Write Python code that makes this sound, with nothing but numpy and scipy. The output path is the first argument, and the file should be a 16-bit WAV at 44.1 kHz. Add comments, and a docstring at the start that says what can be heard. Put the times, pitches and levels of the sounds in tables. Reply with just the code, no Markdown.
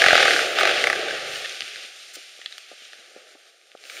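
"""A wooded slope, on one microphone. Three short runs of sharp pops, probably a dirt bike's exhaust,
scatter among the trunks; each pop is a tick, a brief ring and a puff of gas. A rush of dry leaves and
soil, made of countless crackles, swells with them, dies away and starts again at the end.
Three low knocks sound under the first run, as when loud pops overload a recorder; soft ground thuds
come later. Twigs snap, leaves swish close by and a faint low drone wavers far off."""
import sys
import numpy as np
from scipy import signal
from scipy.fft import rfft, irfft
from scipy.io import wavfile
from scipy.ndimage import uniform_filter1d

SR = 44100
rng = np.random.default_rng(int(sys.argv[2]) if len(sys.argv) > 2 else 0)


def dump(signal):
    """Clip the signal to [-1, 1] and save it as 16-bit WAV at the path in sys.argv[1]."""
    limited = np.clip(np.atleast_2d(signal).T, -1, 1)
    pcm = np.round(limited * 32767).astype(np.int16)
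    wavfile.write(sys.argv[1], SR, pcm)


N = 176400


def undb(db):
    """Decibels to gain."""
    return 10 ** (np.asarray(db) / 20)


def unit(x):
    """Scale to rms 1."""
    return x / np.sqrt(np.mean(x ** 2))


def curve(table, column):
    """One column of a timed table, joined by straight lines."""
    rows = np.array(table)
    return np.interp(np.arange(N) / SR, rows[:, 0], rows[:, column])


def tint(x, colour):
    """Filter by a spectrum of (f/Hz, level/dB) points on a log-frequency axis; rms 1."""
    rows, hz = np.array(colour), np.fft.rfftfreq(N, 1 / SR)
    gain = undb(np.interp(np.log(hz + 1), np.log(rows[:, 0]), rows[:, 1]))
    return unit(irfft(rfft(x) * gain, N))


def noise(colour):
    """Noise of rms 1 with a spectrum of (f/Hz, level/dB) points."""
    return tint(rng.standard_normal(N), colour)


def wander(per_s):
    """Smoothed random steps, rms 1."""
    hold = int(SR / per_s)
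    steps = np.repeat(rng.standard_normal(N // hold + 1), hold)
    return unit(uniform_filter1d(uniform_filter1d(steps, hold), hold)[:N])


def add(out, at, sound):
    """Mix a sound in at a time in seconds."""
    i = int(np.clip(at * SR, 0, N - 1))
    out[i:i + len(sound)] += sound[:N - i]


def strike(t, attack_s, decay_s):
    """Quick rise, exponential fall, peak 1."""
    shape = (1 - np.exp(-(t / attack_s) ** 2)) * np.exp(-t / decay_s)
    return shape / shape.max()


def reflections(x, t60_s, db):
    """Ground and trunks scatter the sound back to the microphone as a dense decaying tail."""
    tail = noise([(100, 26.5), (600, 4), (2000, 1.5), (6000, 0.5), (15000, -5)])
    tail *= strike(np.arange(N) / SR, 0.0013, t60_s / np.log(1000))
    return undb(db) * signal.fftconvolve(x, tail / np.sqrt(np.sum(tail ** 2)))[:N]


def far_drone():
    """Far off, a faint wavering low tone and its octave throb unevenly."""
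    # course of the drone: t/s, f/Hz, relative level/dB
    course = [(0, 76.3, -49), (.55, 76, -63.5), (.72, 111.9, -58.5), (.88, 67.9, -57), (1.08, 86.2, -62),
              (1.3, 73, -62), (1.45, 63.6, -64), (1.6, 62.3, -88), (4, 62, -120)]
    hz = curve(course, 1)
    phase = 2 * np.pi * np.cumsum(hz * (1 + .06 * wander(30))) / SR
    throb_hz = 27.95 * (1 + 0.094 * wander(18))
    throb = 1 + .6 * np.sin(2 * np.pi * np.cumsum(throb_hz) / SR)
    fundamental = undb(0.2017 * hz - 20) * np.sin(phase)  # weakens as the pitch falls
    octave = undb(1) * np.sin(2 * phase)
    return undb(curve(course, 2) + 2 * wander(51)) * throb * (fundamental + octave)


def leaf_swishes():
    """Leaves brush near the microphone in short bright swishes."""
    # swishes: t/s, length/s, level/dB
    swishes = [(0.255, 0.55, -44), (0.59, 0.026, -35), (3.825, 0.31, -45.5), (1.28, .15, -43.5),
               (2.131, 0.021, -42), (2.148, 0.016, -37), (2.576, 0.014, -45.5)]
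    # spectrum of brushing leaves: f/Hz, level/dB
    colour = [(120, -40), (300, -14.5), (1500, 2), (4000, 1.5), (8000, 2.5), (12000, -12), (15500, -6.5)]
    envelope = np.zeros(N)
    for at, length, db in swishes:
        add(envelope, at, undb(db) * np.sqrt(np.abs(np.hanning(int(length * SR)))))
    return envelope * noise(colour)


def knocks_and_thuds():
    """Damped tones with dull noise: low knocks as of pops overloading the recorder, then ground thuds."""
    # three knocks, then the soft thuds: t/s, relative level/dB, f/Hz, decay/s
    thumps = [(.0625, -20, 130, 0.0015), (0.1294, -8, 185, 0.00088), (.2035, -5.5, 754, 0.0021),
              (1.62, -55, 115, 0.017), (1.755, -61, 121, 0.0095), (1.847, -48, 444, 0.0062),
              (2.165, -40.5, 493, 0.015), (2.39, -38.5, 525, 0.0021), (2.714, -37.5, 540, 0.0059),
              (2.726, -40.5, 550, .006), (2.817, -47, 358, 0.0024), (2.987, -55, 256, 0.0062),
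              (3.162, -35, 520, 0.0062), (3.176, -42, 540, 0.0036), (3.35, -42, 567, 0.0068),
              (3.75, -28, 512, 0.0013)]
    out, t = np.zeros(N), np.arange(SR // 10) / SR
    for at, db, hz, decay in thumps:
        band = signal.butter(2, [0.45 * hz, 2.47 * hz], "band", fs=SR, output="sos")
        tone = 0.53 * np.sin(2 * np.pi * hz * t)
        dull_noise = undb(-3.5) * unit(signal.sosfilt(band, rng.standard_normal(len(t))))
        envelope = undb(db) * strike(t, 0.00046, decay)
        add(out, at, signal.sosfilt(band, envelope * (tone + dull_noise)))
    return out


def twig_snaps():
    """A breaking twig rings briefly in two modes, with a splintery crack."""
    # breaks: t/s, relative level/dB, f/Hz, decay/s
    breaks = [(.166, -8, 3680, 0.001), (.4105, -19, 1890, 0.0012), (.564, -26, 1860, 0.0026),
              (.959, -17, 1600, 0.0026), (1.014, -20, 1850, .002), (1.038, -27, 1840, 0.0018),
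              (1.084, -19, 1520, 0.0044), (1.108, -21, 1610, 0.0027), (1.336, -24, 2610, 0.0016),
              (1.357, -20.5, 2940, 0.0042), (1.447, -23.5, 1813, 0.0086), (1.459, -23.5, 2000, 0.0015),
              (1.495, -25, 6200, 0.0013), (1.518, -26, 2560, .002), (1.607, -11.5, 3000, 0.00036),
              (1.620, -22, 2900, .002), (1.759, -24, 2040, 0.0013), (2.4155, -28.5, 1882, 0.0024),
              (2.4598, -17.5, 3430, 0.0018), (2.5245, -27, 3800, 0.0023), (2.581, -19.5, 3500, 0.0005),
              (2.9321, -26.5, 1760, 0.00097), (3.614, -43, 2480, 0.00097), (3.717, -40.5, 3500, 0.0011),
              (3.774, -37, 3420, 0.00088), (3.839, -27, 2220, 0.00049), (3.853, -33, 2670, 0.0014),
              (3.898, -27, 2310, 0.0034), (3.968, -29.5, 2300, 0.0026)]
    rings, crack_envelope, t = np.zeros(N), np.zeros(N), np.arange(SR // 20) / SR
    crack = noise([(300, -34), (1500, 10.5), (3800, 9.5), (5500, -2.5), (8000, -11), (15000, -31.5)])
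    for at, db, hz, decay in breaks:
        envelope = undb(db) * strike(t, 0.00016, decay)
        phase = 2 * np.pi * hz * t
        add(rings, at, envelope * (np.sin(phase) + undb(-16.5) * np.sin(0.497 * phase)))
        add(crack_envelope, at, envelope)
    return undb(-2.5) * (rings + undb(-3.5) * crack_envelope * crack)


def leaf_rush():
    """Countless leaf crackles merge into a hiss whose body, middle and treble swell, fade and flicker."""
    # two surges, then settling, in relative levels: t/s, middle/dB, body/dB, treble/dB
    stretches = [
        [(0.0, -21, -23.5, -33.5), (0.21, -17.5, -26, -35.5), (0.378, -25, -27, -34.5),
         (0.54, -30.5, -31.5, -46.5)],
        [(0.6, -24.5, -28, -43), (0.776, -22.5, -28, -40), (0.894, -34.5, -33.5, -41.5),
         (1.038, -30.5, -30, -46), (1.472, -36.5, -45, -45.5), (1.65, -37.5, -53, -49),
         (1.85, -38, -52.5, -49.5)],
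        [(1.92, -45, -58.5, -52.5), (2.17, -45.5, -62, -51.5), (2.34, -47.5, -63.5, -55.5),
         (2.85, -46.5, -63, -56.5), (3.17, -53.5, -56.5, -59.5), (3.52, -58.5, -65.5, -63.5),
         (3.77, -58.5, -64, -63), (3.86, -50, -57, -55), (4.0, -41.5, -50.5, -60)],
    ]
    # spectrum of dry leaves and soil: f/Hz, level/dB
    colour = [(30, -36), (100, -30), (230, -20), (380, 0.5), (600, 3.5), (850, 0.5), (1400, 1.5),
              (2000, 1.5), (3000, 3.5), (4200, 2), (6000, 0.5), (8500, -2), (12000, -14), (15500, -25)]
    crackles_per_s, flicker_db = 1500, 0.5
    crackles = (rng.random(N) < crackles_per_s / SR) * rng.choice([-1, 1], N)
    crackles = crackles * undb(3 * np.minimum(rng.exponential(size=N), 5))
    hiss = tint(rng.standard_normal(N) + undb(-6) * unit(crackles), colour)
    course = np.concatenate(stretches)
    anchors_hz = [643, 2890, 7660]  # body, middle, treble
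    levels_db = np.array([curve(course, 2) + 6.5, curve(course, 1), curve(course, 3)])
    centres_hz, hz = np.geomspace(150, 14000, 14), np.fft.rfftfreq(N, 1 / SR)
    common_flicker_db = 0.84 * wander(35)
    out, spectrum = np.zeros(N), rfft(hiss)
    for centre, pick in zip(centres_hz, np.eye(len(centres_hz))):
        band = irfft(spectrum * np.interp(np.log(hz + 1), np.log(centres_hz), pick), N)
        weights = np.array([np.interp(np.log(centre), np.log(anchors_hz), row) for row in np.eye(3)])
        out += band * undb(weights @ levels_db + common_flicker_db + flicker_db * wander(25.08))
    return undb(3.5) * out


def exhaust_pops():
    """Each pop is a tick, a sagging ring and a puff of gas; a run's gaps stretch or shrink evenly."""
    # runs: start/s, end/s, rate/Hz, slowing/share, relative level/dB, fade/(dB/s), ring f/Hz, gas/dB
    runs = [(0.019, 0.3913, 40, 0.16, 1, -21.5, 2024, -12), (0.5863, .7095, 50, -0.15, -7.5, -12, 1660, -6),
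            (0.8399, 0.9287, 33, -0.0382, -3, -44.5, 2040, -10.5)]
    # spectrum of the puff of gas: f/Hz, level/dB
    gas_colour = [(100, -46), (300, -14.5), (650, 9), (1700, 3), (3500, -2.5), (7000, -22), (15000, -37)]
    # spectrum of a pop's bright edge: f/Hz, level/dB
    tick_colour = [(1000, -24), (2500, 5.5), (4500, 1), (8000, -4.5), (15000, -35.5)]
    attack_s, ring_s, gas_s, tick_s = 0.00054, 0.0014, 0.0045, 0.00035
    rings, puffs, ticks = np.zeros((3, N))
    t = np.arange(SR // 20) / SR
    sag = 1 - 0.23 * (1 - np.exp(-t / ring_s))
    for start, end, rate, slowing, db, fade, ring_hz, gas_db in runs:
        for progress in np.linspace(0, 1, round((end - start) * rate) + 1):
            at = start + (end - start) * progress * (1 - slowing * (1 - progress))
            detune, size = rng.standard_normal(2)
            swell_db = 2.5 * np.sin(np.pi * progress)  # lifts the middle of the run
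            gain = undb(db + fade * (at - start) + swell_db + .5 * size)
            hz = ring_hz * np.exp(0.11 * detune) * sag
            ring = np.sin(2 * np.pi * np.cumsum(hz) / SR)
            add(rings, at, gain * strike(t, attack_s, ring_s) * ring)
            add(puffs, at, gain * undb(gas_db) * strike(t, attack_s, gas_s))
            add(ticks, at, gain * strike(t, attack_s, tick_s))
    return undb(-5) * rings + puffs * noise(gas_colour) + undb(-17) * ticks * noise(tick_colour)


def scene():
    """The slope in mono: pops and snaps echo in the wood, the rest stays dry."""
    low_cut = signal.butter(4, 337, "high", fs=SR, output="sos")
    sharp = signal.sosfilt(low_cut, exhaust_pops() + twig_snaps())
    near_echo = reflections(sharp, t60_s=0.24, db=-6.5)
    wood_echo = reflections(sharp, t60_s=1.0, db=-14)
    mix = sharp + near_echo + wood_echo + leaf_rush() + knocks_and_thuds() + leaf_swishes() + far_drone()
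    return mix[None]


def record(dry):
    """In the recorder, two narrow bands drop out, the highest peaks clip and the top is cut."""
    # narrow gaps in the recorder's response: f/Hz, width/Hz
    gaps = [(1000, 376), (7850, 440)]
    leak_db, top_hz = -21.5, 15500
    for hz, width in gaps:
        notch = signal.butter(2, [hz - width / 2, hz + width / 2], "bandstop", fs=SR, output="sos")
        dry = signal.sosfilt(notch, dry) + undb(leak_db) * dry
    high_cut = signal.ellip(10, .2, 80, top_hz, fs=SR, output="sos")
    return signal.sosfilt(high_cut, np.clip(dry, -.9, .9))


dry = scene()
out = record(dry)
dump(out)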